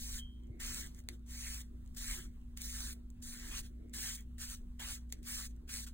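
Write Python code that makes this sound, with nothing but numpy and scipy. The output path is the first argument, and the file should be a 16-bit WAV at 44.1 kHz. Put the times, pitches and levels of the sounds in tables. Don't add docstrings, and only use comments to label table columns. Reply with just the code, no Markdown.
import sys
import numpy as np
from scipy import signal
from scipy.fft import rfft, irfft, next_fast_len
from scipy.io import wavfile
from scipy.ndimage import uniform_filter1d, map_coordinates

SR = 44100
rng = np.random.default_rng(int(sys.argv[2]) if len(sys.argv) > 2 else 0)


def ratio_of_db(decibels):
    return 10 ** (np.asarray(decibels, float) / 20)


def pcm_store(signal):
    levels = np.round(np.clip(np.atleast_2d(signal), -1, 1) * 32767)
    wavfile.write(sys.argv[1], SR, levels.astype(np.int16).T)


N = 261513
STEP = 20
SHARED = [
    [1],
    [0],
]


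def unit(x):
    return x / np.sqrt(np.mean(x ** 2) + 1e-20)


def along(points, hz):
    f, v = np.transpose(points)
    return np.interp(np.log(hz + 1), np.log(f + 1), v)


def curves(rows, outside=None):
    s, *cols = np.transpose(rows)
    return np.array([np.interp(np.arange(N) / SR, s, c, outside, outside) for c in cols])


def slow_time():
    return np.arange(0, N + STEP, STEP) / SR


def smooth(control):
    return np.interp(np.arange(N) / STEP, np.arange(len(control)), control)


def wobble(rate_hz):
    knots = rng.standard_normal(int(N * rate_hz / SR) + 4)
    return map_coordinates(knots, [np.arange(N) * rate_hz / SR])


def filtered(x, response):
    m = next_fast_len(N + SR // 2)
    return irfft(rfft(x, m) * response(np.fft.rfftfreq(m, 1 / SR)), m)[..., :N]


def resonance(f, centre_hz, width_hz):
    return 1j * f * width_hz / (centre_hz ** 2 - f * f + 1j * f * width_hz)


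def rush(spectrum, patchy_db, grain_db=0):
    z = signal.stft(rng.standard_normal((2, N)), nperseg=512)[2]
    field = uniform_filter1d(rng.standard_normal(z.shape[1:]), 6, 0)
    field = uniform_filter1d(field, 8, 1)
    pair = signal.istft(z * ratio_of_db(patchy_db * unit(field)), nperseg=512)[1][:, :N]
    pair = pair * ratio_of_db(grain_db * wobble(900))
    return unit(filtered(pair, lambda hz: ratio_of_db(along(spectrum, hz))))


def contact(start_s, end_s, start_db, end_db, fall_db_per_s):
    t = slow_time()
    landing_db = 3000 * np.maximum(start_s - t, 0)
    fall_db = fall_db_per_s * np.maximum(t - end_s, 0)
    return np.interp(t, [start_s, end_s], [start_db, end_db]) - landing_db - fall_db


def reach():
    return curves([(s, k % 2) for row in STROKES for k, s in enumerate(row[:3])])[0]


def passing(t):
    ends = []
    for k, row in enumerate(STROKES):
        ends += [(row[0], k), (row[2], k + 1)]
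    return abs(np.sin(np.pi * np.interp(t, *np.transpose(ends))))


# frequency in Hz, level in dB per Hz.
RUMBLE = [(10, 1), (20, 5), (35, 6.5), (50, 2.5), (75, -8), (110, -48.5)]
DRONE = [(45, -29.5), (75, 0.5), (100, -4.5), (150, -9), (230, -9), (320, -23.5), (500, -54)]
DUCT = [(180, -5.5), (270, 1), (345, 2), (420, -4.5), (520, -15), (700, -16.5), (1000, -55)]
HUSH = [(500, -0.5), (1000, 0.5), (2200, -7.5), (2700, -5), (5000, -15.5), (8000, -27), (12500, -31),
        (15000, -27), (15700, -45)]
# frequency in Hz, level in dB.
HUM = (240, -59.5)
# time in seconds, level in dB.
FAN = [(0.0, -61), (0.08, -51), (0.54, -50), (0.63, -57), (0.66, -54), (1.55, -48.5), (2.16, -56),
       (2.82, -46.5), (3.35, -59), (3.47, -52), (4.39, -49.5), (4.44, -55), (5.1, -49.5), (5.3, -55),
       (5.33, -49), (5.93, -50)]
# peak in seconds, level in dB.
PUFFS = [(.12, -68.5), (.56, -60), (.79, -61.5), (1.09, -66), (1.75, -68), (2.21, -66.5), (2.97, -64),
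         (3.52, -62), (3.86, -60.5), (4.62, -68.5), (5.19, -65.5), (5.61, -63.5), (5.93, -67)]


def ventilation():
    t = np.arange(N) / SR
    rumble_db = -58.5 + 3.5 * reach() + 2.5 * wobble(2.5)
    drone_db = -60.5 + 1.2 * wobble(6.8)
    colours = lambda hz: ratio_of_db([[along(RUMBLE, hz)], [along(DRONE, hz)]])
    rumble, drone = map(unit, filtered(rng.standard_normal((2, 2, N)), colours))
    fan_db = curves(FAN)[0] + 3.5 + 1.0 * wobble(9)
    fan = ratio_of_db(fan_db) * np.sin(2 * np.pi * 58.5 * t + 0.79 * wobble(8))
    hum_hz, hum_db = HUM
    hum = ratio_of_db(hum_db + 4.5 + 1.4 * wobble(9.2)) * np.sin(2 * np.pi * hum_hz * t + 0.25 * wobble(11))
    puff_db_per_s, duct_floor_db = 51, -73
    puffs_db = np.max([db - puff_db_per_s * abs(slow_time() - s) for s, db in PUFFS], 0)
    duct_db = smooth(puffs_db.clip(duct_floor_db))
    duct = ratio_of_db(duct_db + 2.0) * rush(DUCT, patchy_db=3.0)
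    hush = ratio_of_db(-78.5 + 1.0 * wobble(13)) * rush(HUSH, patchy_db=3.0)
    turbulence = ratio_of_db(rumble_db + 6.0) * rumble + ratio_of_db(drone_db + 2.0) * drone
    return turbulence + (fan + hum) * SHARED + duct + hush


# time in seconds, frequency in Hz, level in dB, length in seconds.
THUMPS = [
    (.507, 95, -38, 0.0075),
    (0.652, 32, -38.5, 0.028),
    (0.758, 70, -41, 0.0063),
    (2.19, 351, -53, .02),
    (2.27, 339, -62.5, .04),
    (0.556, 330, -55, 0.011),
]


def thumps():
    t = slow_time()
    total = 0
    for s, hz, db, length_s in THUMPS:
        bell = np.exp(-((t - s) / length_s) ** 2)
        total = total - ratio_of_db(db) * bell * np.cos(2 * np.pi * hz * (t - s))
    return smooth(total)


# start in seconds, end in seconds, start level in dB, end level in dB.
CREAKS = [
    (0.398, 0.597, -89, -74),
    (2.2, 2.296, -82, -83),
    (3.714, 3.93, -92, -78),
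]


def creak():
    rubs = ratio_of_db(1.7 * wobble(65)) * rng.standard_normal((2, N))
    cloth = unit(filtered(rubs, lambda f: resonance(f, 2170, 260) ** 2))
    level = sum(ratio_of_db(contact(*row, fall_db_per_s=150)) for row in CREAKS)
    return smooth(level) * cloth


# time in seconds, level in dB.
SQUEAK = [
    (.18, -92),
    (.19, -49.5),
    (.26, -62),
    (.4, -76.5),
    (.415, -90),
    (.435, -76),
    (.5, -91),
]


def squeak():
    slip_rate_hz = 125 * ratio_of_db(.7 * wobble(30))
    slips = np.diff(np.floor(np.cumsum(slip_rate_hz / SR)), prepend=0) * ratio_of_db(1.5 * wobble(100))
    steel = unit(filtered(slips, lambda f: resonance(f, 3170, 130) ** 2))
    tone = ratio_of_db(curves(SQUEAK, outside=-150)[0]) * steel
    return np.array([tone, np.roll(tone, 4)])


# frequency in Hz, t60 in seconds.
WALLS = [(300, 0.26), (2000, 0.12), (10000, 0.041)]


def walls(x):
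    hz, t, z = signal.stft(rng.standard_normal((2, SR // 2)), SR, nperseg=256)
    decay = ratio_of_db(-60 * t / along(WALLS, hz)[:, None])
    tail = signal.istft(z * decay, SR, nperseg=256)[1]
    delayed = np.pad(x, (150, 0))[None]
    return signal.fftconvolve(delayed, tail / np.linalg.norm(tail[0]), axes=1)[:, :N]


# time in seconds, peak in dB, knock in dB re peak.
TICKS = [(0.4356, -70, -14), (0.6005, -55, -18), (0.9469, -50, -22), (1.002, -60, 3), (1.0872, -31, 0),
         (1.2627, -65, -13), (1.861, -66, -6), (1.876, -63, -20), (1.9484, -53, -18), (1.9696, -46, -2),
         (2.044, -31, -12), (2.5738, -33, -16), (2.6175, -30, -21), (3.1023, -55, -27), (3.2256, -56, -19),
         (3.8862, -73, -12), (3.8955, -60, -15), (3.9376, -42, -1), (4.2076, -46, -32), (4.3821, -51, -10),
         (4.799, -59, -9), (5.1016, -63, 2), (5.1241, -25, -10), (5.23, -52, -18), (5.384, -45, 3),
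         (5.5634, -65, -22), (5.7393, -27.5, -10)]
# time in seconds, peak in dB.
FAINT_TICKS = [(.47, -74), (1.0384, -71), (1.1937, -73), (2.3394, -80), (2.36, -78), (2.4137, -82), (3.2035, -78),
               (4.2874, -79), (4.6164, -72), (4.7194, -74), (5.5544, -80)]
# frequency in Hz, width in Hz, level in dB.
BODY = [(550, 180, -9.5), (2070, 320, -1), (4400, 910, -2.5)]


def ticks():
    cracks, blows, t = np.zeros(N + SR), np.zeros(N), np.arange(600) / SR
    snap_knock_db = -2
    for s, db, knock_db in TICKS + [(s, db, snap_knock_db) for s, db in FAINT_TICKS]:
        at = round((s + 0.00074) * SR)
        crackle = ratio_of_db(0.76 * db - 12.5 - 60 * t / 0.0036) * rng.standard_normal(len(t))
        cracks[at:][:len(t)] += crackle
        cracks[at] += ratio_of_db(0.86 * db + 4)
        blows[at] = ratio_of_db(db + knock_db + 25.5)

    def back(f):
        return sum((-1) ** k * ratio_of_db(db) * resonance(f, hz, width) for k, (hz, width, db) in enumerate(BODY))

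    def pins(f):
        return (1j * f / (2500 + 1j * f)) ** 2 * (1 + 1.5 * resonance(f, 6800, 3000))

    return filtered(np.array([cracks[:N], blows]), lambda f: np.array([pins(f), back(f)])).sum(0)


# frequency in Hz, lead in radians.
NEAR_LEAD = [(300, 0), (1800, .2), (3600, 1.1), (5100, 3.14), (8000, 6.28), (12200, 9.42), (15600, 12.5)]
FAR_LEAD = [(60, 0), (350, -.5), (750, -2.6), (1500, -.6), (2500, -2.8), (3600, -1.5), (5100, -3.14),
            (8000, 0), (12200, 3.14), (15600, 6.28)]
# frequency in Hz, likeness 0-1.
NEAR_ALIKE = [(500, 0.051), (1000, 0.41), (1800, 0.67), (2400, .75), (3000, 0.82), (4200, 0.76),
              (5200, 0.77), (8000, 0.9), (15000, 1)]
FAR_ALIKE = [(40, .999), (110, 0.97), (200, 0.55), (380, 0.12), (700, 0.56), (1500, 0.44), (2500, 0.68),
             (5000, 0.67), (15000, .93)]


def ports(pair, alike, lead):
    m = next_fast_len(N + SR // 2)
    hz = np.fft.rfftfreq(m, 1 / SR)
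    turn = np.arccos(np.clip(along(alike, hz), 0, 1)) / 2
    both, apart = rfft(pair, m) * [np.cos(turn), np.sin(turn)]
    half_lead = np.exp(.5j * np.interp(hz, *np.transpose(lead)))
    return irfft([(both + apart) * half_lead, (both - apart) / half_lead], m)[:, :N]


def shoulder_echo(x, width_hz):
    hz, t, z = signal.stft(x, SR, nperseg=1024)
    pull = passing(t)
    fullest_s = [row[1] for row in STROKES]
    centre_hz, strength = (np.interp(t, fullest_s, c) for c in np.transpose(HOLD)[-2:])
    centre_hz = centre_hz + 330 * pull
    band = np.exp(-((hz[:, None] - centre_hz) / width_hz) ** 4)
    lag_swing = .025 * np.outer(np.interp(hz, *np.transpose(NEAR_LEAD)), .45 - pull)
    half_lead = np.exp(1.2j * strength * band + .5j * lag_swing)
    return signal.istft([z[0] * half_lead, z[1] / half_lead], SR, nperseg=1024)[1][:, :N]


# landing, fullest pull and lift in seconds, landing level and fullest level in dB.
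STROKES = [(0.0, 0.158, 0.2, -52.5, -50.5), (.602, 0.765, .825, -51, -48),
           (1.31, 1.47, 1.617, -57.5, -50.5), (1.967, 2.115, 2.175, -53.5, -47.5),
           (2.611, 2.87, 2.932, -51, -51), (3.225, 3.278, 3.376, -55.5, -54),
           (3.514, 3.585, 3.608, -56, -48.5), (3.937, 4.03, 4.162, -52, -46),
           (4.385, 4.414, 4.459, -62, -47.5), (4.461, 4.538, 4.552, -54, -51.5),
           (4.797, 4.91, 4.958, -54.5, -48.5), (5.275, 5.363, 5.468, -51, -48),
           (5.692, 5.74, 5.845, -54, -48.5)]
# scalp rasp at landing and at the fullest in dB re hiss,
# shoulder echo band in Hz, echo strength 0-1.
HOLD = [(-13, -11, 2800, .9), (-1.5, -6.5, 2750, .8), (-5.5, -5.5, 2800, 0.77), (-10.5, -5, 2650, .85),
        (-13.5, -7.5, 2750, .8), (-16.5, -12.5, 2680, 0.92), (3.5, -6, 2630, .7), (-9, -7.5, 2700, 0.64),
        (-6, -8, 2840, 0.63), (-7.5, -9.5, 2950, .6), (2.5, -6.5, 2740, .75), (-5, -5.5, 2650, .9),
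        (-5, -7, 2700, .8)]
# start in seconds, end in seconds,
# start level in dB, end level in dB.
GRAZES = [(0.19, .255, -64, -86), (.812, .87, -53, -60), (.87, .94, -64, -79), (0.94, 0.993, -76, -66),
          (1.104, 1.141, -73, -67.5), (1.263, 1.307, -77, -57.5), (1.628, 1.69, -68, -88),
          (1.946, 1.96, -71, -73), (2.174, 2.26, -53.5, -66.5), (2.573, 2.592, -55.5, -65),
          (2.591, 2.612, -63, -57), (2.943, 3.002, -73.5, -87), (3.324, 3.52, -57.5, -56.5),
          (3.62, 3.666, -68.5, -64), (4.175, 4.224, -61, -74), (4.556, 4.615, -63, -86),
          (4.955, 4.995, -55, -72.5), (5.0, 5.04, -75, -86), (5.095, 5.12, -76, -80),
          (5.127, 5.129, -48, -62), (5.136, 5.19, -82, -78), (5.228, 5.276, -74, -49),
          (5.472, 5.51, -75, -74.5), (5.68, 5.698, -66, -64), (5.85, 5.855, -66, -77),
          (5.866, 5.876, -61, -56.5), (5.886, 5.933, -74, -84)]
# frequency in Hz, level in dB per Hz.
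BRISTLES = [(900, -32.5), (2000, -17.5), (3500, -2), (6000, 3), (9000, 0.5), (12000, -1), (15500, -3),
            (18000, -8)]
SCALP = [(400, -17.5), (800, -15.5), (1200, -8), (1700, 0.5), (2400, -3.5), (3300, -0.5), (5000, -50.5)]


def strokes():
    ease_db, tips_db, graze_rasp_db = 5.5, 4, -4.5
    lift_db_per_s, trail_db_per_s = 1202, 596.5
    t, hiss_db, rasp_db = slow_time(), -150, -150
    for (land, full, lift, land_db, full_db), hold in zip(STROKES, HOLD):
        easing = np.clip((t - full) / (lift - full), 0, 1) ** 2
        db = contact(land, full, land_db, full_db, fall_db_per_s=0)
        db = db - ease_db * easing - lift_db_per_s * np.maximum(t - lift, 0)
        scalp_db = np.interp(t, [land, full], hold[:-2]) - tips_db * easing
        hiss_db = np.maximum(hiss_db, db)
        rasp_db = np.maximum(rasp_db, db + scalp_db)
    for row in GRAZES:
        db = contact(*row, trail_db_per_s)
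        hiss_db = np.maximum(hiss_db, db)
        rasp_db = np.maximum(rasp_db, db + graze_rasp_db)
    snag = ratio_of_db(0.58 * wobble(40))
    bright = smooth(ratio_of_db(5.0 + hiss_db)) * rush(BRISTLES, patchy_db=2.0, grain_db=0.5)
    dull = smooth(ratio_of_db(3.0 + rasp_db)) * rush(SCALP, patchy_db=3.5, grain_db=1.0)
    snaps = ratio_of_db(9.5 + 3.7 * rng.standard_normal(N)) * (rng.random(N) < 60 / SR)
    bright *= 1 + uniform_filter1d(snaps, 24) * 5
    return snag * (bright + dull)


def scene():
    hits, hair = ticks(), strokes()
    room = walls(ratio_of_db(-12.5) * hits + ratio_of_db(-22.5) * hair[0])
    far = thumps() * SHARED + ventilation() + creak() + room
    near = shoulder_echo(ports(hair + hits * SHARED, NEAR_ALIKE, NEAR_LEAD), width_hz=678)
    return near + ports(far, FAR_ALIKE, FAR_LEAD) + squeak()


def joint_stereo(x, under_db, width_hz, jump_db):
    hz, t, z = signal.stft([x[0] + x[1], x[0] - x[1]], SR, nperseg=2048)
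    band = (hz / width_hz).astype(int)
    edges = np.flatnonzero(np.diff(band, prepend=-1))
    level = np.sqrt(np.add.reduceat(abs(z) ** 2, edges, axis=1))
    treble = np.sqrt(abs(uniform_filter1d(np.diff(x[0], 2, prepend=[0, 0]) ** 2, 128)))
    rising = treble > ratio_of_db(jump_db) * np.roll(treble, 256)
    frame_at = np.minimum(t * SR, N - 1).astype(int)
    attack = uniform_filter1d(1. * rising, 1700)[frame_at] > 1e-3
    keep = (level > ratio_of_db(under_db) * level[::-1])[:, band] | (hz < 600)[:, None]
    keep = keep & (hz < 15900)[:, None] | attack
    mid, side = signal.istft(z * keep, SR, nperseg=2048)[1][:, :N] / 2
    return np.array([mid + side, mid - side])


def low_pass(x):
    return signal.sosfilt(signal.butter(12, 16990, fs=SR, output="sos"), x)


def record(dry):
    edge_hz, edge_db = [15900, 16020, 15940, 16600], [-0.5, -5, -18, -87]
    limited = filtered(dry, lambda hz: ratio_of_db(np.interp(hz, edge_hz, edge_db)))
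    mix = joint_stereo(limited, under_db=-6.5, width_hz=340, jump_db=9.5)
    return low_pass(mix)


dry = scene()
out = record(dry)
pcm_store(out)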